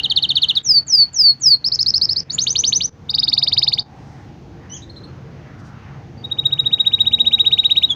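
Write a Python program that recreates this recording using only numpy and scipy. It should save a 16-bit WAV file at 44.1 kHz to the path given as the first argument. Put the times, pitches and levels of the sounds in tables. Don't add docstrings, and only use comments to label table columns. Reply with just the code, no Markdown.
import sys
import numpy as np
from scipy import signal
from scipy.fft import rfft, irfft
from scipy.io import wavfile
from scipy.ndimage import uniform_filter1d

SR = 44100
rng = np.random.default_rng(int(sys.argv[2]) if len(sys.argv) > 2 else 0)


def invert_db(level):
    return 10 ** (np.asarray(level, dtype=float) / 20)


def persist_wave(psi):
    counts = np.round(np.clip(psi, -1, 1) * 32767).astype(np.int16)
    wavfile.write(sys.argv[1], SR, np.atleast_2d(counts).T)


N = 350595
TIME = np.arange(N) / SR
RUN_IN = 4410

# (time [s], level [dB])
TRAFFIC = [(0.0, -38), (.7, -41.5), (1.4, -44), (2.0, -37.5), (3.6, -37.5), (5.3, -36), (7.95, -37)]
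# (frequency [Hz], level per Hz [dB])
YARD_COLOUR = [(15, -57.5), (25, -25), (42, -12), (84, 0), (145, -1.5), (175, -3), (335, -17.5), (545, -18),
               (796, -22.5), (962, -21), (1480, -24.5), (3520, -37.5), (6380, -41.5), (8140, -61.5),
               (16000, -68)]
# (frequency [Hz], width [Hz], level [dB])
ENGINES = [(98, 14, -11), (135.7, 22, -3.5), (232.6, 3.3, -13.5), (286.7, 40, -13.5), (342.3, 36, -17),
           (456.7, 40, -17)]
# (time [s], spread [s], level [dB])
CARS = [(0.05, 0.22, -53), (3.8, .6, -48.5), (6.2, 0.42, -55), (7.35, 0.45, -52.5)]
# (time [s], spread [s], level [dB])
FAR_CHIRPS = [(4.1, 0.19, -63), (5.6, 0.015, -59), (5.67, 0.0299, -57.5)]
# (frequency [Hz], level [dB])
MICROPHONE = [(1500, -5), (6800, 0.5), (7600, -9.5), (8500, -16), (12000, -17), (14000, -19.5), (15600, -3),
              (16500, -11)]
# (time [s], next note lifts it [s], depth [dB])
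DUCKS = [(0.62, 0.651, -11), (0.835, 0.865, -8.5), (1.098, 1.126, -5.5), (1.357, 1.396, -3),
         (1.574, 1.641, -8.5), (2.235, 2.318, -13), (2.895, 3.083, -14), (3.831, 4.301, -11.5)]

CALL_SHAPE = [(0, 2943, -8.5), (.2, 3006, -5), (.45, 3060, 0), (.62, 3400, -7), (.8, 3370, -5),
              (.88, 3150, -1.5), (.95, 2700, -7), (1.03, 1900, -24)]
ARC_SHAPE = [(-.15, 2800, -19), (.15, 3900, -2), (.35, 4220, 4.5), (.6, 4200, 2), (.85, 3880, -9),
             (1.3, 3000, -28)]
PEEP_SHAPE = [(0, 4670, -7), (.3, 4630, -5.5), (1, 4560, -9)]
LAST_FALL_SHAPE = [(0, 4800, -18), (.2, 4330, -11.5), (.4, 3870, -8), (.55, 3800, 3.5), (.75, 3480, -4),
                   (1, 3200, -16.5)]
LEAD_SHAPE = [(0.0, 3600, -22), (0.09, 3850, 6.5), (0.18, 4480, 4.5), (0.28, 4700, -3.5), (0.47, 6400, -13),
              (0.58, 6830, -7), (0.68, 6910, -6), (0.83, 6900, 5), (1.0, 7480, -7.5)]
CLIMB_SHAPE = [(0, 2160, -24), (.083, 3092, -3.5), (.167, 3944, 2.5), (.27, 4540, -2.5), (.5, 5280, -10.5),
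               (.65, 6050, -4), (.77, 6220, -2.5), (.93, 6426, -2.5), (1.03, 6920, -11.5)]
FLICK_SHAPE = [(0, 2044, -24.5), (.12, 2650, -18), (.3, 3620, -9.5), (.45, 3876, 3), (.62, 4554, 0),
               (.8, 5040, 1), (.92, 5100, -4), (1.0, 5430, -20.5), (1.08, 6050, -24)]
BELL_SHAPE = [(0, 2160, -28.5), (.2, 2797, -19), (.36, 3323, -16), (.46, 3642, -11.5), (.58, 3721, -4),
              (.75, 3835, 1), (.88, 3737, -0.5), (1.02, 3900, -17.5)]
END_SHAPE = [(0, 2750, -28), (.125, 3400, -17), (.25, 3540, -10), (.375, 3530, -1), (.5, 3420, -2),
             (.625, 3320, -1), (.75, 3290, -5), (.875, 3340, -11), (1, 3350, -20)]
# (share after the leap [0-1], pitch [Hz], level [dB])
HOOK_SNAP = [(0.005, 5854, -15), (0.035, 5150, 4.5), (.07, 4737, -0.5), (.11, 4450, -19.5)]
FALL_SWEEP = dict(from_hz=4800, to_hz=2876, bend=0.61, quiet_db=-12.5, attack=0.37, sag_db=-1.5, release=0.21, last_db=-10.5)
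WHISTLE_SWEEP = dict(from_hz=7690, to_hz=4400, bend=4.12, quiet_db=-29.5, attack=0.48, sag_db=-1, release=0.14, last_db=-19.5, steady=0.091)
STEEP_WHISTLE_SWEEP = dict(from_hz=8350, to_hz=4156, bend=5.1, quiet_db=-35.5, attack=0.45, sag_db=5, release=.08, last_db=-20, steady=0.27)
HOOK_SWEEP = dict(from_hz=4000, to_hz=5391, bend=1.9, quiet_db=-1, attack=0.29, sag_db=-7.5, release=.02, last_db=0.5)

# (time [s], length [s], pitch factor [ratio], level [dB])
CALLS = [(4.698, .08, 0.99, -36)]
ARCS = [(4.819, 0.019, .93, -39), (4.892, .022, 1.01, -41), (4.96, 0.0232, .99, -38.5),
        (5.034, 0.019, 1.02, -39.5)]
PEEPS = [(6.175, .085, 1.0, -53), (7.5, .38, .92, -47)]
FALLS = [(-.096, .031, 1.4, -17), (-.032, 0.038, 0.95, -9.5), (0.0325, 0.034, 0.98, -10.5),
         (0.0973, 0.031, 0.99, -8.5), (0.159, 0.033, 1, -8.5), (0.223, .0346, .99, -9),
         (0.289, .0346, .985, -9.5), (0.354, 0.035, 0.98, -8.5), (0.417, 0.036, .98, -7.5),
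         (.485, 0.032, .95, -8)]
LAST_FALLS = [(.553, .037, 1, -4.5)]
WHISTLES = [(0.631, 0.18, 1, -6.5), (0.867, 0.19, 0.99, -5.5), (1.131, 0.2, .975, -5),
            (1.397, .16, 1.011, -7)]
LEADS = [(2.295, .065, 1.0, -20)]
CLIMBS = [(2.379, 0.064, 1.01, -11.5), (2.464, 0.065, 0.99, -11), (2.551, .059, .97, -9),
          (2.634, .065, 0.98, -10), (2.72, .0603, .975, -9.5), (2.803, 0.06, 0.95, -11.5)]
ENDS = [(7.884, .06, .99, -7.5)]
# (time [s], length [s], leap [kHz], level [dB])
HOOKS = [(1.6427, 0.045, .3, -11.5), (1.718, .0425, 1.2, -10.5), (1.79, .042, 1.2, -9.5),
         (1.862, 0.046, .6, -9), (1.939, 0.044, .6, -10), (2.014, .043, .2, -8), (2.09, 0.045, 0.18, -11),
         (2.161, 0.046, .7, -12.5)]
# (time [s], pitch factor [ratio], level [dB])
FLICKS = [(3.082, .97, -16), (3.1292, 0.98, -11.5), (3.173, .99, -10.5), (3.219, .97, -10),
          (3.2684, 0.97, -9.5), (3.317, 0.96, -8.5), (3.366, 0.98, -10), (3.4148, 0.97, -9),
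          (3.4639, 0.97, -8.5), (3.515, 0.97, -8.5), (3.5647, 0.99, -8.5), (3.616, 0.98, -8.5),
          (3.665, 0.96, -10), (3.717, .96, -11), (3.774, .96, -11.5)]
# (time [s], length [s], level [dB])
BELLS = [(6.215, 0.046, -22.5), (6.292, 0.039, -14), (6.367, 0.035, -10.5), (6.43, .043, -8),
         (6.5017, 0.04, -9), (6.571, 0.037, -7.5), (6.636, 0.043, -8.5), (6.707, 0.041, -5.5),
         (6.777, 0.04, -6.5), (6.844, 0.039, -5.5), (6.912, .041, -5.5), (6.9814, 0.041, -4.5),
         (7.047, 0.039, -7), (7.111, .0414, -4.5), (7.181, .039, -4), (7.245, .041, -5), (7.31, .044, -3.5),
         (7.381, 0.037, -2), (7.444, .04, -4), (7.5093, 0.036, -2.5), (7.574, 0.031, -2.5),
         (7.633, 0.035, -4), (7.695, 0.033, -4), (7.755, 0.034, -3.5), (7.819, 0.035, -3.5)]


def rms_one(x):
    return x / np.sqrt(np.mean(x ** 2) + 1e-20)


def wander(count, width):
    once = uniform_filter1d(rng.standard_normal(count), size=width)
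    return rms_one(uniform_filter1d(once, size=width))


def coloured(x, points):
    hz, db = np.transpose(points)
    grid = np.maximum(np.fft.rfftfreq(len(x), 1 / SR), 1)
    return irfft(rfft(x) * invert_db(np.interp(np.log(grid), np.log(hz), db)), len(x))


def resonant_noise(hz, width_hz):
    r = np.exp(-np.pi * width_hz / SR)
    poles = [1, -2 * r * np.cos(2 * np.pi * hz / SR), r * r]
    once = signal.lfilter([1, 0, -1], poles, rng.standard_normal(N))
    return rms_one(signal.lfilter([1], poles, once))


def patchy(x):
    edges = 200 * 2 ** (np.arange(9) / 2)
    out = x.copy()
    for band in zip(edges, edges[1:]):
        swell = invert_db(2.5 * wander(N, SR // 6))
        out += (swell - 1) * signal.sosfiltfilt(signal.butter(1, band, "band", fs=SR, output="sos"), x)
    return out


def passing(events):
    return sum(invert_db(db) * np.exp(-((TIME - s) / spread) ** 2) for s, spread, db in events)


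def traffic():
    noise = rms_one(patchy(coloured(rng.standard_normal(N), YARD_COLOUR)))
    low_pass = signal.butter(2, 1700, fs=SR, output="sos")
    rumble = signal.sosfiltfilt(low_pass, noise)
    air = noise - rumble
    for hz, width_hz, db in ENGINES:
        rumble = rumble + invert_db(db + 3.2 * wander(N, SR // 4)) * resonant_noise(hz, width_hz)
    rumble_db = np.interp(TIME, *np.transpose(TRAFFIC))
    air_db = -37 + 0.04 * (TIME - 3)
    tyres = (invert_db(-61) + passing(CARS)) * resonant_noise(798, 170)
    chirps = passing(FAR_CHIRPS) * resonant_noise(5200, 3000)
    return invert_db(rumble_db) * rms_one(rumble) + invert_db(air_db) * air + tyres + chirps


def walls(x, t60_s):
    t = np.arange(SR // 2) / SR
    tail = rng.standard_normal(len(t)) * invert_db(-60 * t / t60_s) * np.clip(t / 0.00047, 0, 1)
    return signal.fftconvolve(x, tail / np.sqrt(np.sum(tail ** 2)))[:len(x)]


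def sweep(from_hz, to_hz, bend, quiet_db, attack, sag_db, release, last_db, steady=0):
    share = np.arange(41) / 40
    eased = (1 - np.exp(-bend * share)) / (1 - np.exp(-bend))
    hz = from_hz + (to_hz - from_hz) * ((1 - steady) * eased + steady * share)
    swell_db = quiet_db * np.clip(1 - share / attack, 0, 1) ** 1.67
    let_go_db = last_db * np.clip(1 - (1 - share) / max(release, .01), 0, 1)
    return np.transpose([share, hz, swell_db + sag_db * share ** 2 + let_go_db])


def hook(leap_khz):
    snap_share = 0.9
    leap = np.clip(0.082 * leap_khz + 0.018, .04, .4)
    rise = sweep(**HOOK_SWEEP) * [snap_share - leap, 1, 1]
    height_khz = 0.96 * leap_khz
    top_hz, top_db = rise[-1, 1] + 1000 * height_khz, rise[-1, 2] - 7 * height_khz
    top = [(snap_share - part * leap, top_hz, top_db) for part in (0.47, 0.18)]
    return np.vstack([rise, top, np.add(HOOK_SNAP, [snap_share, 0, 0])])


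def phrase(shape, notes, overtones_db, echo, notch_hz, drift_hz=0, shy_db=0, bolder_db=0, rasp_db=-38,
           flutter_db=1.8, lead_share=0.3, lead_fade=.28, warming=0.57):
    out = np.zeros(RUN_IN + N)
    share, hz, level_db = np.transpose(shape)
    for (start, length, factor, db), along in zip(notes, np.linspace(0, 1, len(notes))):
        first = int((start - .008) * SR)
        last = min(int((start + length + 0.024) * SR), N)
        at = np.arange(first + RUN_IN, last + RUN_IN)
        t = (at - RUN_IN) / SR - start
        pitch = uniform_filter1d(factor * np.interp(t / length, share, hz), size=30)
        phase = 2 * np.pi * (np.cumsum(pitch) / SR + rng.random())
        inside_s = np.minimum(t - share[0] * length, share[-1] * length - t)
        edges = np.clip(inside_s / 0.002 + 0.43, 0, 1)
        lead_db = shy_db + bolder_db * along ** warming
        lead = np.clip(.5 + (lead_share - t / length) / lead_fade, 0, 1)
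        effort_db = np.interp(t / length, share, level_db) + lead_db * lead
        unsteady = wander(SR // 2, SR // 300)[:len(t)]
        effort_db = uniform_filter1d(effort_db, size=40) + flutter_db * unsteady
        glide = np.abs(np.gradient(pitch))
        glide = glide / np.max(glide)
        rasp = invert_db(rasp_db) * (0.18 + 4.4 * glide) * rng.standard_normal(SR // 2)[:len(t)]
        lag = 1 / (notch_hz + drift_hz * along)
        for late, gain in ((0, 1), (lag, echo), (2 * lag, -0.36 * echo)):
            turn = np.interp(t - late, t, phase)
            push_db = np.interp(t - late, t, effort_db)
            tone = np.sin(turn) + rasp * (late == 0)
            for k, over_db in enumerate(overtones_db, start=2):
                strength = invert_db(over_db + 0.17 * push_db + 2.0 * unsteady[::-1])
                tone += strength * np.sin(k * turn) * (k * pitch < .4 * SR)
            out[at] += gain * invert_db(db + push_db) * np.interp(t - late, t, edges) * tone
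    return out


def far_bird():
    call = phrase(CALL_SHAPE, CALLS, [4, -24], echo=0.2, notch_hz=402)
    arcs = phrase(ARC_SHAPE, ARCS, [-18, -30], echo=0.18, notch_hz=404)
    peeps = phrase(PEEP_SHAPE, PEEPS, [-30], echo=0.31, notch_hz=408, flutter_db=6)
    return call + arcs + peeps


def canary_whistles():
    gentle = phrase(sweep(**WHISTLE_SWEEP), WHISTLES[:3], [-30, -25, -50], echo=0.45, notch_hz=735,
                    drift_hz=3, rasp_db=-47, flutter_db=.55)
    steep = phrase(sweep(**STEEP_WHISTLE_SWEEP), WHISTLES[3:], [-30, -25, -50], echo=0.49, notch_hz=728,
                   rasp_db=-47, flutter_db=.55)
    return gentle + steep


def canary_trills():
    falls = phrase(sweep(**FALL_SWEEP), FALLS, [-34, -28, -40], echo=0.64, notch_hz=742.4,
                   drift_hz=-15.5, rasp_db=-43.5)
    falls += phrase(LAST_FALL_SHAPE, LAST_FALLS, [-36, -28, -40], echo=0.19, notch_hz=695)
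    hooks = 0
    for s, length, leap_khz, db in HOOKS:
        hooks = hooks + phrase(hook(leap_khz), [(s, length, 1, db)], [-31, -30, -50], echo=0.43,
                               notch_hz=741.7, rasp_db=-36.5)
    climbs = phrase(LEAD_SHAPE, LEADS, [-36, -36, -50], echo=0.6, notch_hz=742)
    climbs += phrase(CLIMB_SHAPE, CLIMBS, [-34, -36, -40], echo=0.51, notch_hz=747, drift_hz=6.4, rasp_db=-36.5)
    flick_notes = [(s, .032, factor, db) for s, factor, db in FLICKS]
    flicks = phrase(FLICK_SHAPE, flick_notes, [-30, -32, -40], echo=0.48, notch_hz=743,
                    shy_db=-13.5, bolder_db=17, rasp_db=-40.0)
    bell_notes = [(s, length, 1 + 0.01 * k / len(BELLS), db) for k, (s, length, db) in enumerate(BELLS)]
    bells = phrase(BELL_SHAPE, bell_notes, [-32, -30, -30], echo=0.48, notch_hz=745.4, drift_hz=-14.5,
                   shy_db=-14, bolder_db=19.5, rasp_db=-42, flutter_db=.6,
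                   lead_share=0.55, lead_fade=0.095, warming=0.59)
    end = phrase(END_SHAPE, ENDS, [-30, -30, -35], echo=0.22, notch_hz=729)
    return falls + hooks + climbs + flicks + bells + end


def ducking_db(recovery_s):
    gain_db = np.zeros(N)
    for start, lift, depth_db in DUCKS:
        active = (TIME > start) * (TIME < lift)
        gain_db += depth_db * np.exp(-np.maximum(TIME - start, 0) / recovery_s) * active
    return gain_db


def scene():
    trills, long_notes, far = canary_trills(), canary_whistles(), far_bird()
    tails = walls(invert_db(-17.0) * trills + invert_db(-16.5) * long_notes, 0.19)
    tails = coloured(tails, MICROPHONE)[RUN_IN:]
    slap = invert_db(-30.5) * np.roll(trills, int(.033 * SR))
    far_tail = invert_db(-1) * walls(far, 0.18)
    direct = coloured(trills + slap + long_notes + far + far_tail, MICROPHONE)[RUN_IN:]
    return (direct + tails * invert_db(0.23 * ducking_db(.3)) + traffic())[None]


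def top_cut(x):
    return signal.sosfilt(signal.butter(12, 16950, fs=SR, output="sos"), x)


def record(dry):
    limit, release_db_s = .63, 144.5
    over_db = np.maximum(20 * np.log10(np.abs(dry[0]) / limit + 1e-9), 0)
    held_db = np.maximum.accumulate(over_db + release_db_s * TIME) - release_db_s * TIME
    gain_db = -np.roll(held_db, -30)
    gain_db += ducking_db(0.051)
    hiss = invert_db(-81.5) * resonant_noise(15300, 1500)
    mix = (dry + hiss) * invert_db(uniform_filter1d(gain_db, size=60))
    treble_cut = signal.cheby2(12, 50, 16100, fs=SR, output="sos")
    mix = signal.sosfilt(treble_cut, mix)
    return top_cut(mix)


dry = scene()
out = record(dry)
persist_wave(out)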